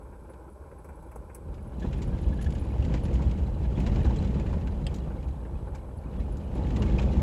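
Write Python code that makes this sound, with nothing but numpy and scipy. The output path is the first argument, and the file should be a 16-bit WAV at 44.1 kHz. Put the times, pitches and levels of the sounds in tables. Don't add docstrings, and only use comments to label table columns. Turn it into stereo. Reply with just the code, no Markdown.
import sys
import numpy as np
from scipy import signal
from scipy.fft import rfft, irfft, next_fast_len
from scipy.io import wavfile
from scipy.ndimage import uniform_filter1d

SR = 44100
rng = np.random.default_rng(int(sys.argv[2]) if len(sys.argv) > 2 else 0)


def log_audio(samples):
    frames = np.atleast_2d(samples).T
    limited = np.clip(frames, -1, 1)
    pcm = np.round(limited * 32767).astype(np.int16)
    wavfile.write(sys.argv[1], SR, pcm)


N = 318402
TIME = np.arange(N) / SR



def amp(db):
    return 10 ** (np.asarray(db) / 20)


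def unit(x):
    return x / np.sqrt(np.mean(x ** 2) + 1e-20)


def read(points, hz):
    f, value = np.transpose(points)
    return np.interp(np.log(hz + 1), np.log(f + 1), value)


def tilted(points, db_per_octave, pivot_hz):
    return [(f, level + db_per_octave * np.log2(f / pivot_hz)) for f, level in points]


def add(mix, s, sound):
    part = mix[:, max(round(s * SR), 0):][:, :sound.shape[-1]]
    part += sound[..., :part.shape[1]]


def colour(x, points, skirt_db=45):
    size = x.shape[-1]
    hz = abs(np.fft.fftfreq(size, 1 / SR)) + 1
    octaves_out = abs(np.log2(hz / np.clip(hz, points[0][0], points[-1][0])))
    log_gain = np.log(amp(np.maximum(read(points, hz) - skirt_db * octaves_out, -110)))
    response = np.exp(np.conj(signal.hilbert(log_gain)))[:size // 2 + 1]
    return unit(irfft(rfft(x) * response, size))


def steadied(x, span):
    size = max(int(span * SR), 2)
    power = uniform_filter1d(uniform_filter1d(x ** 2, size), size)
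    return x / np.sqrt(abs(power) + 1e-9)


def wavering(low_hz, high_hz, count):
    rates = np.geomspace(low_hz, high_hz, count)
    return unit(sum(np.sin(2 * np.pi * (hz * TIME + rng.random())) for hz in rates))


def burst(t60, rise):
    t = np.arange(8192) / SR
    return rng.standard_normal((2, len(t))) * (1 - np.exp(-t / rise)) * amp(-60 * t / t60)


def ring(x, hz, width):
    return signal.lfilter(*signal.iirpeak(min(hz, .45 * SR), hz / width, fs=SR), x)


def peaked(x, db):
    return x * amp(db) / np.sqrt(uniform_filter1d((x ** 2).mean(0), 128).max()) / 2


def blows(per_s, spread_db):
    size = amp(spread_db * np.minimum(rng.exponential(1, (2, N)), 4))
    happens = rng.random((2, N)) < per_s / SR
    return size * rng.choice([-1, 1], (2, N)) * happens


def stones(per_s, spread_db, rear=0.68, axle_lag_s=.37):
    front = blows(per_s, spread_db)
    met_again = front * rng.standard_normal(N)
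    return front + rear * np.roll(met_again, int(axle_lag_s * SR), axis=1)


def rattle(modes, per_s, spread_db, sharpness):
    out = np.zeros((2, N))
    for hz, db, t60 in modes:
        taps, width = blows(per_s, spread_db)[:1], hz / sharpness
        tone = ring(ring(burst(t60, rise=0.0013), hz, width), hz, width)
        out += amp(db) * unit(signal.oaconvolve(taps, tone, axes=1)[:, :N])
    return unit(out)


# f/Hz, level/dB (per Hz)
RUSH_COLOUR = [(130, -2.5), (230, -7), (320, 3), (420, 1), (540, -1), (620, -1), (695, -19.5), (790, -3.5),
               (1060, -4.5), (1200, -16.5), (1320, -10), (1540, -12), (1900, -30), (2350, -22.5),
               (2900, -40.5)]
# f/Hz, level/dB (per Hz)
HISS_COLOUR = [(1500, -33), (3000, -1.5), (7800, -2.5), (8050, 12), (9200, 3.5), (10200, 5.5), (11000, 3.5),
               (12300, 0), (13200, -3), (15700, -14)]


def cabin_rush(rush_db=-52.5, hiss_db=-71.0, waver_db=1.9):
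    rush, hiss = rng.standard_normal((2, 2, N))
    waver = wavering(3, 30, 16)
    rush = colour(rush, RUSH_COLOUR) * amp(rush_db + waver_db * waver)
    return rush + colour(hiss, HISS_COLOUR) * amp(hiss_db)


# t/s, level/dB
ROUGHNESS = [(0.0, -19.5), (0.6, -23), (1.15, -19), (1.37, -20.5), (1.52, -12), (1.72, -11.5), (1.85, -0.5),
             (2.3, -1.2), (2.7, -0.5), (2.93, 4), (3.02, 0), (3.1, 3), (3.22, 2), (3.5, -1.5), (3.68, -1),
             (3.81, 4), (4.07, 5), (4.55, 0.5), (4.7, -2), (4.95, -2), (5.35, -8), (5.62, -8), (5.86, -12),
             (6.02, -10), (6.19, -4), (6.48, -5), (6.58, 1.0), (6.84, 5), (7.22, 5)]


def following_road(cobbles_db, growth):
    return cobbles_db + growth * np.interp(TIME, *np.transpose(ROUGHNESS))


# t/s, level/dB
DEEP_JOINTS = [(0.04, -38), (0.49, -46), (0.6, -39), (0.874, -37), (1.03, -36), (1.168, -33.5),
               (1.465, -26), (1.63, -38), (1.885, -21), (2.13, -22), (2.255, -14.5), (2.455, -18.5),
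               (2.775, -17.5), (2.925, -26), (3.125, -15), (3.25, -15), (3.395, -16.5), (3.49, -22),
               (3.59, -19.5), (3.65, -17), (3.88, -17), (3.96, -19), (4.04, -12.5), (4.19, -30),
               (4.43, -27), (4.52, -21), (4.66, -19.5), (4.76, -26), (4.86, -22), (5.05, -39),
               (5.255, -20.5), (5.37, -30), (5.53, -23.5), (5.607, -30), (5.7, -28), (5.97, -30),
               (6.165, -18.5), (6.28, -22.5), (6.68, -27), (6.817, -24), (6.91, -13.5), (7.03, -18),
               (7.16, -16.5)]


def shudder(level_db=-2, t60=0.28, rise_s=0.0086):
    power, t = np.zeros((1, N)), np.arange(SR // 2) / SR
    swell = amp(level_db - 60 * t / t60) * (1 - np.exp(-t / rise_s))
    for s, db in DEEP_JOINTS:
        add(power, s, (swell * amp(db)) ** 2)
    return np.sqrt(power[0])


# f/Hz, level/dB (per Hz)
BOOM_COLOUR = [(20, -20), (33, -9.5), (42, -3), (52, -1.5), (61, 6), (69, -3), (78, 1.5), (90, -11)]
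# f/Hz, level/dB (per Hz)
DRUM_COLOUR = [(88, -4.5), (110, 1.5), (135, -0.5), (175, -3.5), (205, -1), (235, -8.5), (255, -7),
               (285, -11.5), (340, -11.5), (430, -20)]


def rumble(drum_shudder_db=-13):
    boom_level = amp(following_road(-30, growth=0.8))
    drum_level = amp(following_road(-34, growth=1))
    swell = shudder()
    boom = steadied(colour(stones(per_s=700, spread_db=1), BOOM_COLOUR, skirt_db=54), span=0.055)
    drum = steadied(colour(stones(per_s=700, spread_db=1.5), DRUM_COLOUR, skirt_db=69), span=0.14)
    boom = boom * np.hypot(boom_level, swell)
    return boom + drum * np.hypot(drum_level, swell * amp(drum_shudder_db))


# f/Hz, level/dB (per Hz)
TREAD_COLOUR = [(240, -34.5), (400, -3), (514, 0), (700, -9), (873, -7.5), (1070, -21), (1160, -14.5),
                (1360, -26), (1640, -29), (1800, -25), (2340, -56), (3960, -120)]


def slap(gain_db_per_s=0.46):
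    patter = steadied(colour(stones(per_s=600, spread_db=2.5), TREAD_COLOUR), span=0.8)
    level_db = following_road(-46, growth=0.71) + gain_db_per_s * (TIME - TIME.mean())
    return patter * amp(level_db)


# f/Hz, level/dB (per Hz)
TRIM_COLOUR = [(900, -21), (1400, -1.5), (2000, -1.5), (2250, -3), (2420, -2), (2600, -2.5), (2850, -2.5),
               (3800, -7.5), (4030, -6.5), (4300, -10), (6000, -13.5), (7000, -12.5), (9000, -24.5),
               (15000, -40.5)]


def grit(low_hz=1150, high_hz=4600, t60=0.042, count=10):
    pitches = np.geomspace(low_hz, high_hz, count) * rng.uniform(.96, 1.04, count)
    fittings = [(hz, read(TRIM_COLOUR, hz), t60) for hz in pitches]
    return steadied(rattle(fittings, per_s=16, spread_db=2.6, sharpness=10), span=0.23)


# f/Hz, level/dB, decay (t60)/s
TRIM_PARTS = [(1540, 2.5, 0.06), (1697, 3.5, 0.058), (2095, -6, .06), (2410, -1, 0.04), (2620, -6, 0.04),
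              (2863, -1, 0.048), (3150, -3.5, 0.034), (3970, -18, 0.035)]


def chatter(per_s=260, spread_db=2.5, t60=0.09, bed=0.53, parts_db=-8, grit_db=-4):
    t = np.arange(SR // 8) / SR
    power = signal.oaconvolve(blows(per_s, spread_db)[0] ** 2, amp(-120 * t / t60))[:N]
    grain = np.sqrt(abs(power / power.mean() + bed))
    contacts = steadied(colour(grain * rng.standard_normal((2, N)), TRIM_COLOUR), span=0.23)
    parts = steadied(rattle(TRIM_PARTS, per_s=18, spread_db=2.4, sharpness=36), span=0.27)
    together = unit(contacts + parts * amp(parts_db) + grit() * amp(grit_db))
    return together * amp(following_road(-58.5, growth=1.08))


# f/Hz, level/dB, decay (t60)/s
LOOSE_METAL = [(7960, -6, 0.031), (10440, -8, .06), (10350, 14, 0.02), (10460, -3, 0.054),
               (11400, -17, .06), (14550, -9, .05)]


def jingle(level_db=-83, clump_db=5):
    flurry = wavering(.7, 6, 12)
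    shaken = rattle(LOOSE_METAL, per_s=14, spread_db=2.5, sharpness=16)
    return unit(shaken * amp(clump_db * np.minimum(flurry, 1))) * amp(level_db)


# t/s, level/dB, brightness/(dB per octave), decay (t60)/s
SCUFF_EVENTS = [(0.055, -50, -1, .1), (0.125, -52, 5, .08), (0.29, -43.5, -1, 0.15),
                (0.333, -46.5, 2, 0.088), (0.71, -44.5, 0, .11), (0.842, -42, -2, 0.081),
                (0.887, -44, 1.5, .12), (1.112, -43, 1, .1), (1.154, -38, -3.5, .1), (1.294, -45, 2, .11),
                (1.347, -49, 7.5, 0.098), (2.753, -44, -5, .1), (2.884, -47, 0, .1), (2.937, -35, -2, .1),
                (3.19, -35.5, -1, .14), (3.215, -39, -4, .14), (3.868, -35, -6, .14), (3.97, -39, -4, .12),
                (4.527, -35, -2, 0.1), (5.1, -45, 3.5, .15), (5.15, -44, -4, 0.17), (5.668, -41.5, -3, .12),
                (5.743, -41.5, 3, 0.13), (5.885, -45, 0, .12), (6.544, -37, -3.5, 0.13),
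                (6.83, -42, 5, 0.13), (6.99, -35.5, 2, 0.16)]
# f/Hz, level/dB (per Hz)
SCUFF_COLOUR = [(250, -15), (520, 7), (690, -8), (850, 3.5), (1100, -4), (1220, -11.5), (1500, -4.5),
                (1900, -19), (2350, -14.5), (3200, -38.5)]


def scuffs(level_db=1.0, rise=0.0038):
    out = np.zeros((2, N))
    for s, db, tilt_db, t60 in SCUFF_EVENTS:
        brush = colour(burst(t60, rise), tilted(SCUFF_COLOUR, tilt_db, 800))
        add(out, s, peaked(brush, db + level_db))
    return out


# t/s, level/dB, decay (t60)/s
CHINK_EVENTS = [(0.298, -55, 0.11), (0.5, -59, .05), (0.785, -57, .05), (0.956, -59, .05),
                (1.065, -62, .05), (1.625, -59, .05), (1.673, -58, .05), (1.978, -57, .04),
                (2.075, -57, .06), (2.215, -55, .04), (2.336, -60, .05), (2.413, -48, 0.098),
                (2.506, -59, .04), (2.536, -54, .06), (2.596, -54, .05), (2.612, -57, .04),
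                (2.649, -57, .035), (2.71, -61, .06), (3.034, -52, 0.097), (3.14, -60, .05),
                (4.032, -60, .05), (5.971, -55, .06), (6.187, -60, .06), (6.322, -55, .06),
                (6.445, -62, .05), (6.552, -58, .05), (6.792, -58, .07)]
# f/Hz, level/dB
CHINK_MODES = [(9880, -3), (10090, 1), (10430, -2), (10910, -13), (14600, -16)]


def chinks(rise=0.00093, vary_db=3, level_db=1):
    out, t = np.zeros((2, N)), np.arange(SR // 8) / SR
    for s, db, t60 in CHINK_EVENTS:
        detune = 1 + .012 * rng.standard_normal()
        tone = np.zeros((2, len(t)))
        for hz, level in CHINK_MODES:
            gain = amp(level + vary_db * rng.standard_normal())
            tone += gain * np.sin(2 * np.pi * (hz * detune * t + rng.random((2, 1))))
        tone *= (1 - np.exp(-t / rise)) * amp(-60 * t / t60)
        add(out, s, peaked(tone, db + level_db))
    return out


# t/s, level/dB, ring f/Hz, brightness/(dB per octave), decay (t60)/s
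KNOCK_EVENTS = [(0.333, -58, 2400, 3, .06), (1.54, -51.5, 5000, 2, .07), (1.575, -47.5, 2400, -11, 0.077),
                (1.64, -63, 2600, 4, .09), (1.72, -58, 2400, -2, .09), (1.796, -49, 1750, 6.5, 0.096),
                (1.825, -48, 3100, 2, .08), (1.848, -46, 2415, -3, .06), (1.928, -39.5, 2470, -1, .07),
                (1.985, -48, 2400, -1, .05), (2.018, -40.5, 2300, 4.5, .08), (2.125, -52, 2870, -5, .07),
                (2.185, -48, 1950, 1, .05), (2.228, -52, 3700, 7, .06), (2.285, -51, 2900, 3, .08),
                (2.33, -52, 3500, 1, .04), (2.411, -39.5, 1680, 1, .04), (2.424, -42, 7000, 5, 0.03),
                (2.443, -42, 1640, 6, 0.036), (2.461, -44, 3900, 1, .05), (2.504, -45.5, 7300, 3, .04),
                (2.521, -42, 3100, 3.5, .05), (2.549, -43, 2840, 3.5, 0.067), (2.58, -48, 2600, 2, .06),
                (2.779, -57, 5800, 4, .025), (2.824, -51, 2820, 5, 0.037), (2.848, -38.5, 2080, 2.5, 0.053),
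                (2.9, -48, 2080, 0, .09), (2.938, -31, 2080, 0, 0.088), (2.969, -41, 2400, -4, .08),
                (3.052, -40.5, 1500, 2.5, 0.043), (3.08, -46, 2080, -3, .07), (3.111, -52, 3210, -3, .04),
                (3.129, -44, 1500, 1, .05), (3.139, -44, 6900, 5, .04), (3.152, -41, 2870, 1, .05),
                (3.22, -41.5, 2415, 2, 0.083), (3.311, -42, 1950, 3, 0.043), (3.373, -47, 2400, 0, .08),
                (3.647, -42.5, 2415, -5, 0.085), (3.77, -41, 2870, -3, 0.087), (3.799, -37, 2820, .5, .07),
                (3.863, -33, 2080, 1, 0.089), (3.921, -44, 2220, 1, 0.048),
                (3.957, -36.5, 4050, -0.5, 0.056), (3.992, -45, 2415, -2, .07),
                (4.045, -38, 1700, -.5, 0.12), (4.106, -42, 2080, -2, .07), (4.16, -42, 4020, 4, .05),
                (4.221, -42, 2900, 1, .07), (4.245, -45, 3500, 2, .05), (4.34, -41.5, 2415, -.5, .09),
                (4.395, -39.5, 1950, 1.5, .07), (4.461, -39, 2415, -6, .06), (4.527, -45.5, 2400, 1, .07),
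                (4.61, -47, 2900, -1, .07), (4.671, -38, 1600, -2.5, 0.051), (4.94, -40, 4600, 8, .06),
                (4.957, -46, 6900, 9, .07), (4.983, -47, 4200, 3, .03), (5.225, -46.5, 2500, 0, .09),
                (5.28, -51, 2500, 1, .07), (5.449, -45.5, 2415, -12, .07), (5.748, -46, 4730, 8, .065),
                (5.78, -52, 2600, -1, .06), (6.13, -50.5, 2600, -6, 0.13), (6.199, -47, 2600, -4, 0.077),
                (6.255, -55, 2400, -9, .07), (6.369, -48, 7000, 10, .06), (6.4, -51, 2500, 0, .07),
                (6.55, -48, 2400, 6, 0.082), (6.577, -45, 2415, 2, .06), (6.667, -42, 3210, -2, .05),
                (6.703, -37.5, 2360, -2, 0.043), (6.761, -35.5, 1990, 2, 0.052),
                (6.82, -32, 2830, 0.5, .06), (6.895, -39, 2415, -5, .05), (6.981, -35, 2600, -2, .05),
                (6.992, -32.5, 2340, -0.5, 0.07), (7.016, -39, 6800, 1, .05),
                (7.025, -37.5, 2390, .5, 0.058), (7.13, -42, 2080, -2, 0.067)]


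def knocks(rise=0.0024, ring_width=260, ring_db=4.5, level_db=-2.5, buzz_db=2.0):
    out = np.zeros((2, N))
    for s, db, hz, tilt_db, t60 in KNOCK_EVENTS:
        hit = burst(t60, rise)
        buzz = unit(uniform_filter1d(rng.standard_normal(hit.shape[1]), size=70))
        x = colour(hit * amp(buzz_db * buzz), tilted(TRIM_COLOUR, tilt_db, 3000))
        x = x + (amp(ring_db) - 1) * ring(x, hz, ring_width)
        add(out, s, peaked(x, db + level_db))
    return out


# t/s, level/dB, brightness/(dB per octave)
THUMP_EVENTS = [(0.334, -49, 0), (0.714, -47, 6), (0.888, -43, 7), (1.157, -38, 5), (1.296, -42, 3.5),
                (1.454, -38, -4), (1.526, -35, 2), (1.6, -40, 0), (1.664, -35, -3), (1.778, -33, -1),
                (1.843, -23, 0), (2.006, -26, 1), (2.022, -26, 0.5), (2.078, -24, -7.5), (2.261, -27, 0.5),
                (2.301, -29, -6), (2.485, -25, -4), (2.886, -28, -1), (2.904, -22.5, -3), (2.941, -24, 1),
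                (2.956, -20.5, -2.5), (3.054, -24.5, -2), (3.204, -21.5, 1), (3.272, -28, -2.5),
                (3.378, -25, -5), (3.777, -17, -1.5), (3.81, -22.5, -1), (3.872, -21, -0.5),
                (3.925, -30, 0), (3.965, -24, 1), (4.047, -17, -1), (4.066, -25, 1), (4.104, -25, 2.5),
                (4.228, -29, -4), (4.354, -20, -3), (4.39, -23, 1), (4.562, -24, -8), (4.823, -26, -8.5),
                (4.955, -33, -4), (5.07, -28.5, 0), (5.238, -30.5, -4), (5.605, -32, -5), (6.056, -30, -1),
                (6.177, -26.5, -4), (6.555, -24.5, 2.5), (6.586, -24, -0.5), (6.766, -25, 2.5),
                (6.802, -19.5, 0.5), (6.821, -19, -0.5), (7.163, -19, -3)]
# f/Hz, level/dB (per Hz)
THUMP_COLOUR = [(90, -9), (130, 4.5), (165, 2.5), (205, 1.5), (260, -4.5), (340, -5), (520, -10.5),
                (700, -18), (850, -13), (1200, -22.5)]


def thumps(level_db=-2.0, echo=0.074, t60=0.064, contact_s=0.0029):
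    out = np.zeros((2, N))
    blow = np.hanning(max(int(contact_s * SR), 3))
    for s, db, tilt_db in THUMP_EVENTS:
        push = echo * burst(t60, rise=0.0042)
        push[0, :len(blow)] += blow / blow.sum()
        x = colour(push, tilted(THUMP_COLOUR, tilt_db, 300), skirt_db=23)
        add(out, s, x / abs(x).max() * amp(db + level_db))
    return out


# t/s, level/dB
TICK_EVENTS = [(0.844, -51), (0.888, -55), (1.024, -55), (1.115, -52), (1.157, -46), (1.346, -37),
               (2.424, -51), (3.797, -51)]
# f/Hz, level/dB (per Hz)
TICK_COLOUR = [(4500, -25), (6200, -12), (7400, -18), (8100, 0.5), (8900, 1), (9500, -2.5), (11000, -6),
               (11600, -7), (12400, -5), (13400, -15), (15500, -19)]


def ticks():
    out = np.zeros((2, N))
    for s, db in TICK_EVENTS:
        add(out, s, peaked(colour(burst(t60=0.067, rise=0.0011), TICK_COLOUR), db))
    return out


# t/s, level/dB, f/Hz, length/s
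CREAK_EVENTS = [(1.815, -39.5, 1704, 0.031), (2.12, -48, 1605, .034), (2.323, -39.5, 1685, 0.015),
                (2.385, -41, 1680, .017), (2.412, -44, 1740, .012), (2.46, -34.5, 1700, 0.015),
                (2.552, -46, 1680, 0.011), (2.823, -39.5, 2790, 0.007), (3.465, -50, 3950, .007),
                (4.185, -39.5, 3970, .009), (5.984, -60, 4570, 0.0092), (6.036, -55, 2350, .012),
                (6.919, -46, 3500, .007), (6.984, -27.5, 2415, 0.009)]


def creaks(glide=0.024, jitter=0.051, overtone_db=-13, echo=0.056, level_db=-2.5):
    out = np.zeros((2, N))
    for s, db, hz, length in CREAK_EVENTS:
        along = np.linspace(0, 1, int(length * SR))
        waver = unit(uniform_filter1d(rng.standard_normal((2, SR // 8)), size=30))[:, :len(along)]
        pitch = hz * (1 + glide * (along - .5) + jitter * waver)
        turn = 2 * np.pi * np.cumsum(pitch, axis=1) / SR
        tone = (np.sin(turn) + amp(overtone_db) * np.sin(2 * turn)) * np.sin(np.pi * along)
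        cabin = echo * burst(t60=0.037, rise=0.0016)
        cabin[:, 0] += 1
        add(out, s, peaked(signal.fftconvolve(tone, cabin, axes=1), db + level_db))
    return out


# t/s, level/dB
OPPOSITE_LEVEL = [(3.6, -65), (4.0, -60), (4.3, -26), (4.6, -18), (4.95, -9), (5.15, -42), (5.35, -62)]


def stereo_widening(patter, low_hz=500):
    high_pass = signal.butter(6, low_hz, "high", fs=SR, output="sos")
    upper = signal.sosfilt(high_pass, patter[1])
    wide = upper * amp(np.interp(TIME, *np.transpose(OPPOSITE_LEVEL)))
    return np.array([wide, -wide])


# f/Hz, level/dB (per Hz)
SNAP_COLOUR = [(700, -10), (1400, -12), (1900, -4), (2300, -12), (2950, 7), (3450, 0), (3900, -12),
               (4500, -10), (4980, -5), (5650, -24), (7200, -18), (8300, -9), (9200, -20), (12500, -33)]
# f/Hz, level/dB, decay (t60)/s
SNAP_MODES = [(2433, -7, .031), (2880, -2, 0.04), (3020, -4, 0.03), (3270, -4, 0.035), (5000, -7, .027)]


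def snap(at_s=4.8665, crack_db=-27.5, ring_db=-35, cabin_db=-12):
    out, t = np.zeros((2, N)), np.arange(SR // 8) / SR
    tone = sum(amp(db - 60 * t / t60) * np.sin(2 * np.pi * hz * t) for hz, db, t60 in SNAP_MODES)
    tone = tone * (1 - np.exp(-t / 0.001))
    crack = burst(t60=0.017, rise=0.0012) + amp(cabin_db) * burst(t60=0.048, rise=0.002)
    add(out, at_s, peaked(colour(crack, SNAP_COLOUR, skirt_db=13), crack_db))
    add(out[:1], at_s, peaked(tone[None], ring_db))
    return out


# f/Hz, likeness
PORT_LIKENESS = [(700, 5), (1050, 1.04), (1350, 0.17), (2000, 0.5), (2800, 0.74), (5600, 0.58), (6700, 0.5),
                 (7200, 2), (9000, 10)]
# f/Hz, phase/rad
LEFT_LEAD = [(700, 0), (1200, .3), (2000, .1), (2900, .3), (5600, 0), (7400, -.1), (9000, -3.14),
             (11100, -6.28), (13200, -9.42), (15200, -12.57)]
# f/Hz, level/dB
LEFT_LEAN = [(700, 0), (1500, 1), (5000, 3), (7000, 0.5), (12000, -.5)]


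def ports(x):
    size = next_fast_len(N + SR)
    hz = np.fft.rfftfreq(size, 1 / SR)
    shared, apart = rfft(x, size)
    same = np.where(hz < PORT_LIKENESS[0][0], 1, np.clip(read(PORT_LIKENESS, hz), -1, 1))
    mid, side = shared * np.sqrt((1 + same) / 2), apart * np.sqrt((1 - same) / 2)
    lean = amp(read(LEFT_LEAN, hz) / 2)
    left = (mid + side) * lean
    right = (mid - side) / lean * np.exp(-1j * read(LEFT_LEAD, hz))
    return irfft(np.array([left, right]), size)[:, :N]


def scene():
    tread = slap()
    tyres = rumble() + tread + scuffs() + thumps()
    loose = chatter() + jingle() + chinks() + knocks() + ticks() + creaks() + snap()
    return ports(cabin_rush() + tyres + loose) + stereo_widening(tread)


def record(dry, low_hz=25, edge_hz=15750):
    cut = signal.sosfilt(signal.butter(3, low_hz, "high", fs=SR, output="sos"), dry)
    band_limit = signal.firwin(511, edge_hz, window=("kaiser", 9), fs=SR)
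    return signal.oaconvolve(cut, band_limit[None], "same")


dry = scene()
out = record(dry)
log_audio(out)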